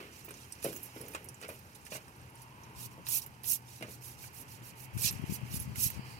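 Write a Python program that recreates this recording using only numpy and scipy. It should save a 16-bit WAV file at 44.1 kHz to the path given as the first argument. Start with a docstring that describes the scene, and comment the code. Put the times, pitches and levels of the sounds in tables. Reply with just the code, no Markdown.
"""Rag scrubbing in an engine bay

A gloved hand crumples a rag, bumps around an open engine bay, then scrubs the metal ports back and forth.
Dense fibre ticks follow the hand's speed; noise ticks make the snaps, ringing modes the knocks, and the bay
scatters rag, snaps and cracks. Thin sine tones, filtered-noise traffic, a drone and a faint hiss surround
them; wind is lumpy low noise, with late gusts popping on the left microphone port."""
import sys
import numpy as np
from scipy import signal
from scipy.fft import rfft, irfft
from scipy.io import wavfile
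from scipy.ndimage import uniform_filter1d

SR = 44100
rng = np.random.default_rng(int(sys.argv[2]) if len(sys.argv) > 2 else 0)


def volts(x):
    """Linear amplitude factor 10**(x/20) for a level x in dB, scalar or array-like."""
    e = np.asarray(x, float) / 20
    return 10 ** e


def generate_wav(sig):
    """Save sig (samples, or channels by samples) to the path in sys.argv[1] as 16-bit PCM at SR."""
    pcm = np.round(np.clip(np.atleast_2d(sig).T, -1, 1) * 32767).astype(np.int16)
    wavfile.write(sys.argv[1], SR, pcm)


N = 272979

# Tone of light fibres on metal. Each row: frequency in Hz, relative level in dB.
FIBRE_TONE = [(1500, -65), (2500, -32.5), (4500, -19), (7000, -8.5), (9000, -5), (12400, 3), (14000, -6.5),
              (15000, -2), (16000, -10)]
# Tone of a hard contact. Each row: frequency in Hz, relative level in dB.
CONTACT_TONE = [(500, -28), (900, -11), (1300, -3), (1800, -4.5), (2600, -3), (3500, -7), (5300, -14.5),
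                (14000, -19)]


def read(points, hz):
    """Reads a spectrum at hz, interpolating along log frequency."""
    f, value = np.transpose(points)
    return np.interp(np.log(hz + 1), np.log(f + 1), value)


def evened(x):
    """Scales to rms 1."""
    return x / np.sqrt(np.mean(x ** 2) + 1e-20)


def colour(x, points):
    """Shapes the spectrum of x by a curve in dB."""
    gain = volts(read(points, np.fft.rfftfreq(x.shape[-1], 1 / SR)))
    return irfft(rfft(x) * gain, x.shape[-1])


def curve(rows):
    """Draws the columns of a timed table sample by sample."""
    s, *columns = np.transpose(rows)
    return [np.interp(np.arange(N) / SR, s, c) for c in columns]


def add(mix, s, sound):
    """Mixes a sound in at time s, in seconds."""
    part = mix[round(s * SR):][:len(sound)]
    part += sound[:len(part)]


def resonate(x, hz, width_hz):
    """Shifts hz down to zero, smooths, shifts back: a resonance of gain 1."""
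    turn = np.exp(2j * np.pi * np.cumsum(hz * np.ones(len(x))) / SR)
    r = np.exp(-np.pi * width_hz / SR)
    smooth = signal.lfilter([1 - r], [1, -r], x / turn)
    return 2 * (turn * smooth).real


def wobble(seconds):
    """Slow random drift of rms 1: noise averaged twice over a short window."""
    size = round(seconds * SR)
    once = uniform_filter1d(rng.standard_normal(N), size=size)
    return evened(uniform_filter1d(once, size=size))


def burst(t60, rise_s):
    """Envelope of a short event: a quick rise times an exponential fall."""
    t = np.arange(round(.3 * SR)) / SR
    rise = 1 - np.exp(-t / max(rise_s, 1e-4))
    return rise * volts(-60 * t / max(t60, .004))


def fibres(per_s, spread_db, clump_db):
    """Dense ticks of uneven size that come in clumps of a few milliseconds."""
    ticks = rng.choice([-1., 1.], N) * (rng.random(N) < per_s / SR)
    size_db = spread_db * np.minimum(rng.exponential(1, N), 4)
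    return ticks * volts(size_db + clump_db * wobble(0.0025))


def swells(rows):
    """Summed gain of sources that near and recede: power falls as 1 / distance squared."""
    t = np.arange(N) / SR
    power = sum(volts(2 * db) / (1 + ((t - s) / width_s) ** 2) for s, db, width_s in rows)
    return np.sqrt(power)


def yard():
    """Outdoor hush, traffic that swells as it passes, and a drone; hush and traffic are most alike in the bass."""
    # Each row: frequency in Hz, relative level in dB.
    hush_tone = [(18, -49), (30, 1.5), (114, -4), (231, -9), (434, -14.5), (660, -19), (904, -24),
                 (1090, -21.5), (1530, -14.5), (2580, -27), (3620, -23.5), (5960, -31), (7160, -36),
                 (12400, -24), (15700, -67)]
    # Each row: frequency in Hz, likeness of left and right from 0 to 1.
    likeness = [(60, 0.9), (300, 1), (700, 0.632), (1400, 0.709), (2500, 0.45), (16000, 0.21)]
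    # Far vehicles. Each row: nearest moment in seconds, tyre roar in dB, tyre hiss in dB,
    # time to fall 3 dB in seconds.
    passes = [(0, -90, -57, 0.13), (.93, -64.5, -58, 0.2942), (2.8, -60.5, -62, 0.52),
              (4.3, -67, -64.5, 0.25), (5.25, -60.5, -53.5, 0.2811), (6.05, -60, -54.5, 0.12)]
    # Centre of the tyre roar; it rises and falls once, around 2.2 to 3.4 s.
    # Each row: time in seconds, frequency in Hz.
    roar_pitch = [(0, 870), (2.2, 878), (2.65, 940), (3.05, 950), (3.4, 864.3), (6.19, 895)]
    roar_width_hz, hush_db = 280, -57
    # a distant machine drone, slowly growing
    drone_hz, drone_width_hz, drone_start_db, drone_db_per_s = 123.3, 16.6, -65.5, 1.8

    a, b = rfft(rng.standard_normal((2, 3, N)))
    same = np.clip(read(likeness, np.fft.rfftfreq(N, 1 / SR)), 0, 1)
    right = same * a + np.sqrt(1 - same ** 2) * b
    hush, roar, hiss = np.moveaxis(irfft([a, right], N), 1, 0)

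    hush_gain = volts(hush_db + 1.5 * wobble(0.063))
    hush = hush_gain * evened(colour(hush, hush_tone))

    roar_hz = curve(roar_pitch)[0]
    roar = [resonate(resonate(port, roar_hz, roar_width_hz), roar_hz, roar_width_hz) for port in roar]
    roar = swells([(s, roar_db, fall_s) for s, roar_db, _, fall_s in passes]) * evened(np.array(roar))

    hiss = colour(hiss, [(1200, 4), (2000, 10.0), (2700, 10), (3300, 9.5), (4200, -71)])
    hiss = swells([(s, hiss_db, fall_s) for s, _, hiss_db, fall_s in passes]) * evened(hiss)

    drone = resonate(rng.standard_normal(N), drone_hz, drone_width_hz)
    drone = evened(resonate(drone, drone_hz, drone_width_hz))
    drone_gain = volts(drone_start_db + drone_db_per_s * np.arange(N) / SR)
    return hush + roar + hiss + drone_gain * drone


def narrow_hiss():
    """A faint thin band of smooth noise comes and goes, unrelated in the two ports."""
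    # Each row: top of the swell in seconds, level in dB, time to fall 3 dB in seconds (sign has no effect).
    thin_swells = [(.85, -100, 2), (3.9, -75, -7), (5.2, -79.5, 3), (6.15, -54.5, 0.18)]
    tone = [(3300, -36), (3900, -8), (4500, -1.5), (4900, 1), (5600, -20.5), (7000, -13)]
    band = colour(rng.standard_normal((2, N)), tone)
    return swells(thin_swells) * evened(band)


def wind():
    """Turbulence as lumpy low noise, unrelated per port and stronger on the left, plus pops on the left port."""
    # Stronger wind. Each row: start in seconds, length in seconds, level in dB.
    blasts = [(2.755, 0.34, -57), (4.924, 0.91, -46.5), (5.94, 0.029, -49.5)]
    # Pops on the port. Each row: time in seconds, level in dB, pitch in Hz, sharp edge relative to the pop in dB.
    gusts = [(4.951, -33, 108.6, -8), (4.969, -26.5, 107, -11), (5.049, -28.5, 133.3, -17),
             (5.066, -31, 99, -22), (5.138, -32, 130, -14), (5.198, -29.5, 173, -22),
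             (5.241, -26.5, 117.4, -4.5), (5.298, -25.5, 148, -12), (5.309, -29.5, 158, -22),
             (5.324, -26, 152, -12), (5.437, -28, 110, -18.5), (5.544, -28, 151, -16), (5.572, -37, 93, -4),
             (5.679, -31.5, 150, -22), (5.784, -33, 95.5, -5), (5.865, -26, 115, -13.5),
             (5.995, -29, 155, -14.5)]
    # Each row: frequency in Hz, relative level in dB.
    buffet_tone = [(25, -38), (55, 5.5), (100, 2.5), (200, -2.5), (350, -18), (700, -33), (1500, -30)]
    breeze_db, breeze_db_per_s = -78, 4.5  # level at the start and its growth
    blast_rise_s, blast_fall_db_per_s = 0.016, 220
    edge_ratio = 2.29  # pitch of the edge over that of the pop

    t = np.arange(N) / SR
    level = volts(breeze_db + breeze_db_per_s * t)
    for s, length, db in blasts:
        rise = np.clip((t - s) / blast_rise_s, 0, 1) ** 2
        level += rise * volts(db - blast_fall_db_per_s * np.maximum(t - s - length, 0))
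    lumps = np.array([volts(3.5 * wobble(.015)) * rng.standard_normal(N) for port in "lr"])
    port_gain = volts(np.array([[0], [-11]]))
    out = level * evened(colour(lumps, buffet_tone)) * port_gain

    t = np.arange(-1500, 1500) / SR
    for s, db, hz, edge_db in gusts:
        # a rounded pressure kick with a deeper swing back
        pop = np.exp(-(1.75 * hz * t) ** 2) * np.cos(2 * np.pi * hz * t + 1.85)
        edge_hz = edge_ratio * hz
        edge = np.exp(-(1.3 * edge_hz * t) ** 2) * np.cos(2 * np.pi * edge_hz * t + 1.7)
        add(out[0], s + t[0], volts(db) * (pop + volts(edge_db) * edge))
    return out


def thin_tones():
    """Thin sine tones that waver in pitch and flutter in level."""
    # A whistle that arches up and down. Each row: time in seconds, pitch in Hz, level in dB.
    whistle = [(.872, 5150, -85), (.884, 5130, -58), (.908, 5150, -66), (.922, 5300, -62),
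               (.944, 5340, -68), (.956, 5320, -58), (.994, 5300, -58), (1.012, 5380, -61),
               (1.026, 5200, -60), (1.05, 5280, -67), (1.07, 5250, -90)]
    # Very high, thin tones: one under a snap, one squeak.
    # Each row: start in seconds, length in seconds, pitch in Hz, level in dB.
    high_tones = [(.246, .022, 15400, -41), (0.732, 0.061, 15700, -43)]
    waver_hz, flutter_db = 25 * wobble(0.0046), 2.2 * wobble(0.006)
    hz, db = curve(whistle)
    out = volts(db + flutter_db) * np.sin(2 * np.pi * np.cumsum(hz + waver_hz) / SR)
    for s, length, hz, db in high_tones:
        at = np.arange(round(s * SR), round((s + length) * SR))
        tone = np.sin(2 * np.pi * np.cumsum(hz + waver_hz[at]) / SR)
        fade = signal.windows.tukey(len(at), .3)
        add(out, s, volts(db + flutter_db[at]) * tone * fade)
    return out


def knocks():
    """A blow and short rattle ring panel modes near a favoured pitch, over a broad thud, with a gritty crack."""
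    # Knuckles and can against the bay. Each row: time in seconds, level in dB, favoured pitch in Hz,
    # crack trim in dB, rattle scale in seconds (lengthens rattle, thud and crack).
    blows = [(0.001, -40, 370, -6, 0.12), (0.281, -38.5, 384, -9.5, 0.018), (0.308, -42.5, 367, -16, 0.036),
             (0.646, -22, 490, -19, 0.011), (0.655, -23, 526, -16, 0.00175),
             (0.664, -25, 464, -34.5, 0.005), (.685, -30.5, 406, -23, 0.076),
             (0.962, -34.5, 263, -16, 0.032), (1.006, -41, 430, -14.5, 0.47),
             (1.148, -31.5, 517, -5.5, 0.0086), (1.415, -47, 520, -18, 0.0196),
             (1.425, -39.5, 447, -0.5, 0.0197), (1.444, -35.5, 456, -13, 0.023),
             (1.488, -34, 590, -9, 0.044), (1.92, -34.5, 620, -5, 0.0165), (1.952, -36.5, 640, -6.5, 0.031),
             (2.98, -39.5, 190, -38, 0.0375), (3.811, -35.5, 274, -14, 0.047),
             (3.825, -34, 610, -8.5, 0.031), (3.884, -38, 250, -16.5, 0.009)]
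    # Panel modes. Each row: pitch in Hz, level in dB, t60 in seconds before the cap below.
    panel = [(344, -9.5, 0.26), (431, -1.5, 0.11), (492.4, 3, 0.11), (547.5, 2, .1), (617, 3.5, 0.099),
             (889, -2, 0.93), (1270, -23, 0.26)]
    ring_db, thud_db, thud_t60_s, longest_ring_s = -4, -17, 0.09, .07

    low, high, t = np.zeros(N), np.zeros(N), np.arange(round(.3 * SR)) / SR
    noises = rng.standard_normal((len(blows), 3, len(t)))
    for (s, db, hz, crack_db, rattle_s), (push, dull, grit) in zip(blows, noises):
        ring = np.zeros(len(t))
        for f, level, t60 in panel:
            distance_db = 29 * abs(np.log2(f / hz))  # modes away from the favoured pitch ring less
            fall_db = 60 * t / min(t60, longest_ring_s)
            ring += volts(level - distance_db - fall_db) * np.sin(2 * np.pi * f * t)
        ring *= np.minimum(t / 0.0016, 1)  # a soft knuckle builds the ring over a moment

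        blow = push * burst(4 * rattle_s, 0.0002)
        blow[0] = 30.0  # the hit itself, ahead of the rattle
        body = signal.fftconvolve(blow, ring)[:len(t)]
        body /= abs(body).max()

        thud_tone = [(70, -30), (0.14 * hz, -6), (hz, 0), (1.18 * hz, -9), (5 * hz, -30), (16000, -80)]
        thud = evened(colour(dull, thud_tone)) * burst(thud_t60_s + 6 * rattle_s, 0.0013)
        add(low, s, volts(db + ring_db) * body + volts(db + thud_db) * thud)

        crack_shape = burst(0.13 + 3 * rattle_s, 0.0016) + 1.1 * burst(0.029, 0.00039)
        crack = evened(colour(grit ** 3, CONTACT_TONE)) * crack_shape  # cubing makes the noise spiky
        add(high, s, volts(db + crack_db - 4.5) * crack)
    return low, high


def snaps():
    """Each snap is a crisp tick of noise with a favoured pitch, a duller part and a short fizz after it."""
    # Snaps of cloth and glove. Each row: time in seconds, level in dB, pitch in Hz,
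    # dull part relative to the pitched part in dB.
    snap_rows = [(.194, -57.5, 11000, -16), (0.246, -38.5, 15500, -45), (0.2882, -45, 13400, -11),
                 (0.307, -41, 9300, -3.5), (0.3396, -47.5, 5910, -8), (0.522, -36.5, 8700, -31),
                 (0.524, -45, 5580, -28), (.627, -37, 11300, -12), (0.6412, -28, 11400, -27.5),
                 (0.7285, -39.5, 11300, -9.5), (0.762, -40, 7140, -9), (0.766, -40, 11700, -23.5),
                 (.83, -34.5, 12300, -37), (.857, -45, 11600, -26.5), (1.0114, -37.5, 10900, -29),
                 (1.0813, -36.5, 14360, -16), (1.106, -47, 13500, -22), (1.136, -44, 9950, -3),
                 (1.148, -39, 7750, 3.5), (1.243, -40.5, 11040, -35), (1.256, -51, 11560, -30),
                 (1.287, -39, 9500, -33), (1.287, -46, 5910, -33.5), (1.3432, -47, 7200, -25),
                 (1.414, -45.5, 9000, -3), (1.482, -43, 9000, -25), (1.49, -38, 11370, -25),
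                 (1.591, -48, 12600, -20), (1.747, -49, 9700, -19), (1.85, -47, 9850, -13),
                 (1.865, -46, 9200, 1), (2.08, -52.5, 8850, 0), (2.16, -56, 11400, -23),
                 (2.214, -54.5, 8500, -15), (2.298, -55, 11000, -22), (2.354, -49.5, 9300, -45),
                 (2.419, -44, 10900, -31), (2.6337, -49.5, 6200, -23), (3.067, -37, 3540, -7),
                 (3.086, -27, 11880, -27), (3.218, -41.5, 5800, -28), (3.262, -37.5, 12400, -19),
                 (3.4338, -37.5, 11600, -20.5), (3.442, -39.5, 3750, -25), (3.824, -46.5, 9080, 10.5),
                 (3.807, -50, 10000, 0), (4.24, -51.5, 2300, 4), (4.975, -34.5, 9150, -13.5),
                 (5.109, -34, 12000, -29.5), (5.125, -39, 13000, -25), (5.215, -53, 11500, -25),
                 (5.405, -56, 14500, -25), (5.693, -56, 12000, -25), (5.5933, -44, 10800, -25),
                 (5.5998, -29.5, 11180, -38.5), (5.622, -38, 12600, -29.5), (5.757, -42.5, 12200, -2),
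                 (5.901, -30.5, 13200, -17)]
    tick_t60_s, fizz_t60_s, broad_db = .016, .045, -4.5
    out = np.zeros(N)
    shape = burst(fizz_t60_s, 0.00036) + 1.7 * burst(tick_t60_s, 0.00068)
    noises = rng.standard_normal((len(snap_rows), 3, len(shape)))
    for (s, db, hz, dull_db), (thin, wide, low) in zip(snap_rows, noises):
        pitched = evened(resonate(resonate(thin, hz, 1700), hz, 1700))
        broad = evened(colour(wide, FIBRE_TONE))
        dull = evened(colour(low, CONTACT_TONE))
        tick = pitched + volts(broad_db) * broad + volts(dull_db) * dull
        add(out, s, volts(db) * tick * shape / shape.max())
    return out


def rag():
    """Fine and coarse fibre ticks follow the hand's speed, arching over each stroke; a rustle runs throughout."""
    # Each row: start in seconds, length in seconds, fine rub in dB, coarse drag relative to it in dB,
    # place of top speed from 0 to 1.
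    rubs = [(0.113, 0.102, -65, 2, 1), (0.301, 0.14, -74, 10, 1), (0.617, 0.1, -45.5, -7.5, 0.3),
            (0.712, 0.1, -51, -17, 0.07), (0.804, 0.081, -50.5, -27, 0.5), (0.946, 0.15, -60, -9.5, 0),
            (1.07, 0.09, -57.5, -12, 0.9), (1.396, .04, -62, 2.5, 0.88), (1.478, 0.12, -57, -17, 0),
            (1.748, 0.0147, -56, -2.5, .9), (1.85, .04, -64.5, 4, 0), (1.899, 0.073, -47, -1.5, 0.94),
            (2.347, 0.09, -66.5, 1, 1), (2.748, 0.12, -46, -7, 0.93), (2.906, 0.036, -65, -4, .4),
            (3.049, 0.16, -29.5, -14.5, 0.63), (3.212, 0.039, -48.5, -8, 0.1),
            (3.427, .15, -28.5, -18, 0.63), (3.655, 0.155, -58.5, -2, 0.56), (3.867, .1, -52, -8.5, 0.53),
            (4.009, 0.1467, -49.5, -11, 0.25), (4.17, 0.1185, -51.5, -7, 0.63),
            (4.321, 0.1138, -50, -13, 0.76), (4.476, 0.1068, -56, -6.5, 0.37),
            (4.62, .097, -52.5, -7.5, 0.56), (4.75, 0.1114, -51, -12.5, 0.87),
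            (4.927, 0.046, -54.5, -18, .8), (4.97, 0.098, -39.5, -9.5, 0.33),
            (5.007, 0.089, -34, -20, 0.27), (5.028, 0.075, -37.5, 5, 0.46), (5.115, 0.072, -57.5, -3, .05),
            (5.244, .07, -59, -3, 0.8), (5.292, 0.078, -41, -9, 0.77), (5.441, 0.073, -61, -4.5, 0.87),
            (5.5, 0.0872, -40, -9, 0.72), (5.59, 0.07, -47.5, -12, 0), (5.745, 0.15, -28.5, -13.5, 0.72),
            (5.89, 0.094, -57, -0.5, 0), (6.044, 0.13, -62, -1, 0.33)]
    # Pressed cloth dragging. Each row: frequency in Hz, relative level in dB.
    drag_tone = [(900, -28.5), (1600, -21.5), (2600, -4.5), (4200, -1), (6000, 0), (8500, 0.5),
                 (12000, -5.5), (16000, -44)]
    # Cloth shifting in the hand. Each row: time in seconds, level in dB before the creases.
    rustle_levels = [(0, -66), (.9, -63), (1.3, -68.5), (1.95, -67), (2.2, -70.5), (3.5, -71), (4.3, -67),
                     (4.8, -74.5), (5.2, -68), (5.8, -70), (6.19, -83)]
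    fine_power, drag_power = 1.78, 0.87  # how steeply each kind of friction grows with speed
    # light strokes grip evenly, firm ones follow the speed steeply
    firm_db, light_db, light_share = -29.5, -47, 0.59
    linger_db, linger_s = -32, 0.047  # the cloth settles after a stroke
    rustle_coarse_db, creases_per_s, crease_db = 0, 16, 3

    strokes = np.zeros((2, N))
    for s, length, db, drag_db, top in rubs:
        along = np.linspace(0, 1, round(length * SR))
        u = np.interp(along, [0, np.clip(top, .05, .95), 1], [0, .5, 1])
        speed = np.abs(np.sin(np.pi * u))
        speed **= np.interp(db, [light_db, firm_db], [light_share, 1])
        add(strokes[0], s, volts(db) * speed ** fine_power)
        add(strokes[1], s, volts(db + drag_db) * speed ** drag_power)
    keep = np.exp(-1 / (linger_s * SR))
    strokes += volts(linger_db) * signal.lfilter([1 - keep], [1, -keep], strokes)

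    rustle = volts(curve(rustle_levels)[0])
    crease_sizes = volts(crease_db + 2.3 * np.minimum(rng.exponential(1, N), 3))
    creases = (rng.random(N) < creases_per_s / SR) * crease_sizes
    rustle *= 1 + signal.oaconvolve(creases, burst(0.0097, 0.00061))[:N]

    fine = (strokes[0] + rustle) * evened(colour(fibres(13000, 2.2, 1.8), FIBRE_TONE))
    coarse_gain = strokes[1] + volts(rustle_coarse_db) * rustle
    return fine + coarse_gain * evened(colour(fibres(9000, 2.2, 1.8), drag_tone))


def bay(x, wet_db):
    """Direct sound plus scattered close reflections, different per port, from three sets that fade in turn."""
    t, out = np.arange(round(.05 * SR)) / SR, np.array([x, x])
    for k in range(3):
        sparse = rng.standard_normal((2, len(t))) * (rng.random((2, len(t))) < .25)
        taps = sparse * volts(-60 * t / 0.048)
        taps *= volts(wet_db) / np.linalg.norm(taps, axis=1, keepdims=True)
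        # the three squares sum to 1
        turn = np.sqrt(2 / 3) * np.cos(np.pi * (28 * np.arange(N) / SR + k / 3))
        out += signal.oaconvolve((x * turn)[None], taps, axes=1)[:, :N]
    return out


def scene():
    """The rag works deep in the bay, snaps and cracks above it; the low knocks reach both ports alike."""
    low, high = knocks()
    near = bay(rag(), 4.97) + bay(snaps() + high, -1.4) + low + thin_tones()
    return near + yard() + narrow_hiss() + wind()


def top_cut(x):
    """Nothing passes above the cut-off."""
    return signal.sosfilt(signal.butter(12, 16640, fs=SR, output="sos"), x)


def record(dry):
    """The left port is nearer but shaded in the treble; the housing colours both and the top is cut off."""
    # Each row: frequency in Hz, phase by which the left port leads in radians.
    lead_phase = [(0, 0), (500, 0.43), (1120, 2), (2670, 6.5), (16000, 29.5)]
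    # Each row: frequency in Hz, gain of the left port relative to the right in dB.
    port_balance = [(60, 1.5), (99, 0), (160, 0.5), (270, 1), (450, 1.5), (740, -1), (1220, 3.5),
                    (2010, -8), (3330, -12), (5500, -4), (9080, -11), (15000, -13)]
    # Microphone housing. Each row: frequency in Hz, gain in dB.
    housing = [(30, -25), (80, 1.5), (1800, 0.5), (2700, 4), (3300, -3.5), (3800, -2), (4600, -1),
               (5200, -1), (16000, -4)]
    edge_hz = 15950
    lead = np.interp(np.fft.rfftfreq(N, 1 / SR), *np.transpose(lead_phase))
    left = irfft(rfft(colour(dry[0], port_balance)) * np.exp(1j * lead), N)
    ports = colour(np.array([left, dry[1]]), housing)
    low_pass = signal.firwin(511, edge_hz, window=("kaiser", 7), fs=SR)
    ports = signal.oaconvolve(ports, low_pass[None], "same")
    return top_cut(ports)


dry = scene()
out = record(dry)
generate_wav(out)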